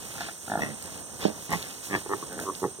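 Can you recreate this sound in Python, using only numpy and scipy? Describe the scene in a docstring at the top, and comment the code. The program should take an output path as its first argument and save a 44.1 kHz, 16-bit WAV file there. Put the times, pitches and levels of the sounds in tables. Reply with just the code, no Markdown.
"""Pigs grunt in short bursts in a grassy pen, close to a phone with two microphone ports.
Grunts are made of runs of slow vocal pulses that ring the throat and snout. One hoof stamps and settles,
ringing the soft soil. Grass rustles as dense grains of noise and stalks snap as short clicks.
Behind it all is a chorus of insects, made of throbbing bands of noise."""
import sys
import numpy as np
from scipy import signal
from scipy.fft import rfft, irfft
from scipy.io import wavfile
from scipy.ndimage import uniform_filter1d

SR = 44100
rng = np.random.default_rng(int(sys.argv[2]) if len(sys.argv) > 2 else 0)


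def dump_mix(stems):
    """Bounce the given channels to the path in sys.argv[1] as a 16-bit WAV at rate SR."""
    frames = np.atleast_2d(stems).T  # one column per channel
    limited = np.clip(frames, -1, 1)  # hard clip at full scale
    pcm = np.round(limited * 32767).astype(np.int16)
    wavfile.write(sys.argv[1], SR, pcm)


def decibels_to_gain(level_db):
    """Convert a level in decibels to a linear amplitude gain (20 dB per decade)."""
    exponent = np.asarray(level_db, float) / 20
    return 10 ** exponent


N = 123479  # length in samples


def evened(x):
    """Scales a sound to an average (rms) level of 1."""
    return x / np.sqrt(np.mean(x ** 2) + 1e-20)


def read(points, hz):
    """Reads a curve of (Hz, value) points, with straight lines over log frequency."""
    f, value = np.transpose(points)
    return np.interp(np.log(hz + 1), np.log(f + 1), value)


def add(mix, s, sound):
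    """Adds a two-port sound to the mix from second s on, cut at the end of the mix."""
    part = mix[:, round(s * SR):][:, :sound.shape[1]]
    part += sound[:, :part.shape[1]]


def resonate(x, hz, width):
    """A two-pole resonance of peak gain 1."""
    return signal.lfilter(*signal.iirpeak(min(hz, SR / 2.2), hz / width, SR), x)


def aside(x, pan_db, lag_ms):
    """Sends a low sound to both ports, the left one pan_db louder and lag_ms later."""
    n = np.arange(len(x))
    left = np.interp(n - lag_ms * SR / 1000, n, x)
    return np.array([decibels_to_gain(pan_db / 2) * left, decibels_to_gain(-pan_db / 2) * x])


def ports(x):
    """Two views of a diffuse sound made from two unrelated draws, alike by frequency."""
    # Each row: frequency in Hz, likeness of the two ports from 0 to 1.
    likeness = [(60, 0.19), (250, 0.26), (700, 0.81), (1600, 1), (2350, 1), (3400, 1), (4750, 0.98),
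                (6000, 0.3), (8500, 0.17), (11000, 0.04), (15000, 0.1)]
    a, b = rfft(x)
    same = np.clip(read(likeness, np.fft.rfftfreq(N, 1 / SR)), 0, 1)
    left = same * a + np.sqrt(1 - same ** 2) * b
    return irfft([left, a], N)


def pigs():
    """All the grunts; each row is a run of pulses, or one pulse, and some grunts take two rows."""
    # Each row: throat shape, first pulse in seconds, length in seconds, pulses per second,
    # place of the strongest pulse from 0 to 1, effort of the first and of the last pulse in dB,
    # roughness from 0 to 1, level of the flap in dB, extra bite of the hardest pulse in dB,
    # level of the loudest 20 ms in dB (before panning), brightness in dB per octave,
    # chest level left over right in dB, chest lag of the left port in ms.
    grunts = [ ("open", .1545, .11, 37.9, .5, -4, -6, .06, -2, 3, -34.5, 5.9, 2, 0),
              ("open", .2865, .004, 38, .1, 0, 0, .1, -2, 0, -37, 7, 2, 0),
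              ("open", .4805, .118, 53, .38, -7, -4, .17, -13, 1, -26, 0, 0, -0.21),
              ("deep", .6065, .135, 73, .1, -3, -11, .16, -12, 2.7, -27, 0, -5, 0.91),
              ("tight", 1.4945, .03, 84, .8, -3, -1, .12, -8, 7, -31, 0, -8, 0.055),
              ("tight", 1.531, .04, 172, .35, 0, -10, .12, -20, 0, -24, 0, -11, -0.54),
              ("wide", 1.9005, .088, 99, .55, -7, -12, .15, -10, 2.2, -24, 0, -2.9, 0.23),
              ("nasal", 2.0615, .004, 90, .3, 0, 0, .2, -12, 0, -35, 0, -4, .2),
              ("nasal", 2.0945, .068, 98, .53, -4, -18, .13, -10, 11, -26, 1.3, -2.2, 0.49),
              ("narrow", 2.2265, .004, 90, .1, 0, 0, .12, -16, 0, -34, 1, -1, 0.48),
              ("closed", 2.288, .075, 88, .4, -4, -4, .2, -8, 0, -40, 0, 0, 0),
              ("closed", 2.3685, .075, 86, .31, -6, -6, .1, -8, 6.6, -35.5, 0, 0, 0),
              ("narrow", 2.4565, .065, 97, .58, -7, -13, .1, -14, 1.7, -28.5, 0, -4, 0),
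              ("nasal", 2.6195, .046, 93, .4, -5, -2, .12, -11, 10, -24, -1.5, -3.5, 0),
              ("nasal", 2.788, .012, 91, .9, -5, 0, .25, -8, 0, -37, -9, -1.9, 0)]
    out = np.zeros((2, N))
    for row in grunts:
        add(out, *grunt(*row))
    return out


def grunt(throat, start, length, rate, top, first_db, last_db, rough, flap_db, bite_db,
          db, tilt_db, pan_db, lag_ms):
    """Jittered pulses, each with a second flap and a puff of air, ring the throat."""
    # Each throat shape lists its resonances: frequency in Hz, width in Hz,
    # level in dB (before width scaling, the brightness tilt and the overall level).
    throats = { "open": [(224, 245, 0), (744, 234, 5.5), (1407, 216, -2), (1730, 190, -4.5),
               (3550, 260, -22)], "deep": [(202, 130, 5), (654, 210, -2.5), (1410, 220, -16),
               (1937, 230, 7.5), (2630, 210, -6), (3470, 200, -13.5), (5800, 360, -6.5)],
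               "tight": [(170, 150, -2.5), (424, 37, -12.5), (826, 166, 0), (1074, 170, -1.5),
               (1990, 360, 1.5), (3270, 300, -27)], "wide": [(376, 184, -1.5), (176, 110, -1.5),
               (860, 420, -2.5), (1190, 110, -5.5), (1747, 230, 2), (2210, 550, -1.5), (3320, 290, -13.5)],
               "nasal": [(386.5, 140, 8.5), (170, 144, -3), (870, 200, 3), (1170, 290, 1), (1826, 290, -4)],
               "narrow": [(392, 184, -2), (193, 210, -13.5), (1092, 187, 1)], "closed": [(382, 340, 5.5),
               (195, 54, -0.5), (904, 110, -9), (1565, 580, 2), (3400, 550, -26)]}
    jitter, uneven_db = .015, .7  # of pulse times (a share) and of pulse effort
    flap_s, skirt = .0072, 1.7  # delay of the second flap; skirt sets how softly a ring starts
    chest_puff_s, puff_s = .014, .006  # how fast the air puffs die away
    rattle_hz = 33  # the slower the pulses, the more the chest rattles between them
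    ring_up_s = .001  # time a ring takes to build
    chest_top_hz = 550
    harder = 2.3  # above the chest effort counts this many times, so hard pulses are brighter

    t, draw = np.arange(0, .25, 1 / SR), rng.standard_normal((40, 2))
    at = np.arange(40) / rate * (1 + jitter * draw[:, 0] / np.sqrt(np.arange(1, 41)))
    rough, air = np.clip(rough, 0, 1), rng.standard_normal(len(t))
    effort_db = np.interp(at / length, [0, np.clip(top, .05, .95), 1], [first_db, 0, last_db])
    effort_db = effort_db + uneven_db * draw[:, 1]
    hardest = np.arange(len(at)) == np.argmin(abs(at - top * length))
    sounding = at <= length
    parts = []
    for chest, push_db in ((True, effort_db), (False, harder * effort_db + bite_db * hardest)):
        clicks = np.zeros(len(t))
        clicks[np.round(at[sounding] * SR).astype(int)] = decibels_to_gain(push_db[sounding])
        clicks += decibels_to_gain(flap_db) * np.roll(clicks, round(flap_s * SR))
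        fade = np.exp(-t[:3000] / (chest_puff_s if chest else puff_s))
        puffs = signal.oaconvolve(clicks, fade)[:len(t)] * air
        share = np.clip(rough + chest * (rattle_hz / rate) ** 2, 0, 1)  # air against clean clicks
        drive = np.sqrt(1 - share) * evened(clicks) + np.sqrt(share) * evened(puffs)
        part = 0
        for k, (f, w, level_db) in enumerate(throats[throat]):
            if (f < chest_top_hz) != chest:
                continue
            ring = resonate(drive * waver(len(t)), f, w)
            ring = resonate(resonate(ring, f, skirt * w), f, skirt * w)
            gain = decibels_to_gain(level_db + tilt_db * np.log2(f / 400)) / np.sqrt(w)
            part = part + (-1) ** k * gain * ring  # signs alternate down the list
        parts.append(part)
    chest_part, upper_part = parts
    loudest = np.sqrt(uniform_filter1d((chest_part + upper_part) ** 2, 900).max())
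    sound = decibels_to_gain(db) / loudest * (aside(chest_part, pan_db, lag_ms) + upper_part)
    return start - ring_up_s, sound


def waver(size):
    """A gain that wanders from one pulse to the next, as soft tissue shifts."""
    wander = uniform_filter1d(uniform_filter1d(rng.standard_normal(size), 400), 400)
    return decibels_to_gain(1.4 * evened(wander))  # 1.4 dB rms


def stamp():
    """A hoof hits soft soil: short low modes, struck again as it settles."""
    # The hoof and its settling. Each row: start in seconds, peak in dB (before panning).
    hits = [(1.2527, -8.5), (1.282, -22.5), (1.301, -27.5)]
    # Ways the soil rings. Each row: frequency in Hz (before a random shift at each hit),
    # level in dB (before the low cut and the hit's level), time to fall by 60 dB in seconds.
    soil = [(213, 2, 0.051), (312, 4.5, 0.026), (427, 4.5, 0.023), (539, -2.5, 0.034), (615, -9, 0.084),
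            (815, -9, 0.046), (3400, -25, 0.027)]
    low_cut_hz, rise_s = 208, 0.001
    pan_db, lag_ms = -9, .8

    out, t = np.zeros((2, N)), np.arange(6000) / SR
    for s, db in hits:
        ring = np.zeros(len(t))
        for f, level_db, t60 in soil:
            tone = np.sin(2 * np.pi * f * rng.uniform(0.91, 1.02) * t)
            ring -= decibels_to_gain(level_db - 60 * t / t60) * tone
        ring = ring * (1 - np.exp(-t / rise_s))
        ring = signal.lfilter(*signal.butter(4, low_cut_hz, "high", fs=SR), ring)
        add(out, s, aside(decibels_to_gain(db) * ring / abs(ring).max(), pan_db, lag_ms))
    return out


def grass():
    """Dense grains of uneven size, coloured three ways, each on its own level."""
    # Each row: time in seconds, level of the dry treble in dB, of the rustle in dB,
    # of the low shuffle in dB; levels glide from row to row.
    moves = [(0.0, -45.5, -47, -45), (0.14, -41.5, -45, -45), (0.23, -45.5, -37, -43),
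             (0.39, -48, -54, -54.5), (0.51, -42.5, -45, -45), (0.58, -62, -55, -35),
             (0.61, -64, -46.5, -34), (0.79, -47, -49, -48.5), (0.85, -48, -47, -43.5),
             (0.99, -45, -47, -43.5), (1.04, -52.5, -55.5, -46), (1.19, -46, -48.5, -45.5),
             (1.22, -40, -35, -36), (1.252, -47, -33, -38.5), (1.32, -52, -51, -42), (1.46, -41, -47, -48),
             (1.491, -57, -49, -47.5), (1.53, -37, -33, -32), (1.57, -40, -40, -43),
             (1.82, -46, -48.5, -50), (1.85, -37, -44, -49), (1.91, -42.5, -46.5, -41.5),
             (1.96, -57, -39, -32), (1.99, -41.5, -44.5, -45.5), (2.06, -48.5, -50.5, -45.5),
             (2.17, -44, -46.5, -43.5), (2.36, -53, -51.5, -44.5), (2.43, -38, -44.5, -41.5),
             (2.5, -49, -51.5, -46), (2.6, -42.5, -49, -47), (2.8, -59, -57, -50)]
    # Colour of the low shuffle. Each row: frequency in Hz, relative level in dB.
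    shuffle = [(40, -8), (80, 5.5), (200, 4), (450, 2), (900, -2), (1500, -8.5), (2200, -16.5), (4000, -18)]
    # Colour of the rustle. Each row: frequency in Hz, relative level in dB.
    rustle = [(300, 0), (1200, -4.5), (2000, 0), (3500, -1.5), (5500, -3), (8000, -14), (12000, -106)]
    # Colour of the dry treble. Each row: frequency in Hz, relative level in dB.
    dry_treble = [(3000, -21), (6000, 9), (9000, 5), (12000, 4.5), (15500, 1.5)]
    grains_per_s, grain_spread_db = 5000, 0.5

    s, *levels = np.transpose(moves)
    hz, out = np.fft.rfftfreq(N, 1 / SR), 0
    for colour, db in zip((dry_treble, rustle, shuffle), levels):
        size = decibels_to_gain(grain_spread_db * np.minimum(rng.exponential(1, N), 5))
        size = size * (rng.random(N) < grains_per_s / SR)
        # a steady floor of noise plus grains 12 samples long
        grains = (0.21 + uniform_filter1d(size, 12) * 3.8) * rng.standard_normal((2, N))
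        coloured = evened(irfft(rfft(grains) * decibels_to_gain(read(colour, hz)), N))
        out = out + decibels_to_gain(np.interp(np.arange(N) / SR, s, db)) * coloured
    return ports(out)


def snaps():
    """Each snapping stalk gives one broad click of about a millisecond."""
    # Each row: start in seconds, peak in dB, centre frequency in Hz.
    stalks = [(.2072, -24, 3600), (.8255, -22, 11500), (.8404, -26, 11000), (.8592, -23, 6000),
              (1.446, -29, 11000), (1.505, -22, 12000), (1.5272, -15, 9000), (1.6268, -22, 5000),
              (2.3277, -27, 11000), (2.4, -22, 7000), (2.5514, -23, 4500)]
    out, t = np.zeros((2, N)), np.arange(400) / SR
    for s, db, hz in stalks:
        burst = np.exp(-t / .0008) * rng.standard_normal(len(t))
        click = resonate(burst, hz, hz / 1.5)  # a low Q of 1.5 keeps it broad
        add(out, s, np.ones((2, 1)) * decibels_to_gain(db) * click / abs(click).max())
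    return out


def insects():
    """Bands of fast scraping that throb with the wing beat and swell slowly."""
    # Each row: centre in Hz, width of the first resonance in Hz, level in dB,
    # throbs per second, throb depth from 0 to 1.
    singers = [(8610, 630, -43.5, 60.4, 0.21), (6180, 740, -49, 55, 0.21)]
    out, t = 0, np.arange(N) / SR
    for hz, width, db, rate, depth in singers:
        drift = evened(uniform_filter1d(uniform_filter1d(rng.standard_normal(N), 6000), 6000))
        swell = evened(uniform_filter1d(rng.standard_normal(N), 900))
        throb = 1 + depth * np.cos(2 * np.pi * rate * t + 0.5 * drift)
        throb = throb * decibels_to_gain(1.0 * swell + 0.69 * drift)  # both in dB
        band = resonate(resonate(rng.standard_normal((2, N)), hz, width), hz, 1.7 * width)
        out = out + decibels_to_gain(db) * evened(throb * band)
    return ports(out)


def scene():
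    """Sounds add up in the air, so the sources are simply summed."""
    return pigs() + stamp() + grass() + snaps() + insects()


def top_cut(x):
    """Nothing passes above the cut-off."""
    return signal.sosfilt(signal.butter(12, 15910, fs=SR, output="sos"), x)


def record(dry):
    """The left port hears the treble later and mostly weaker; the bass and the top edge are cut."""
    # Each row: frequency in Hz, level of the left port in dB.
    left_level = [(100, -2), (2300, 0.5), (4700, -1), (6000, -4), (8600, -5.5), (11000, -3.5),
                  (15000, -8.5)]
    lag_s, lag_from_hz = 0.000411, 1067  # the left port lags above this frequency
    steps, steps_end_hz = 0.043, 6500  # lag grows in steps of half a turn, smoothing out near here
    low_cut_hz, edge_hz = 50.5, 15900

    hz = np.fft.rfftfreq(N, 1 / SR)
    turn = 2 * np.pi * lag_s * np.maximum(hz - lag_from_hz, 0)  # phase in radians
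    turn -= steps * np.sin(2 * turn) / (1 + (hz / steps_end_hz) ** 8)
    left = decibels_to_gain(read(left_level, hz)) * np.exp(-1j * turn)
    band = (hz < edge_hz) * hz ** 4 / np.sqrt(hz ** 8 + low_cut_hz ** 8)
    mix = irfft(rfft(dry) * band * [left, np.ones(len(hz))], N)
    return top_cut(mix)


dry = scene()
out = record(dry)
dump_mix(out)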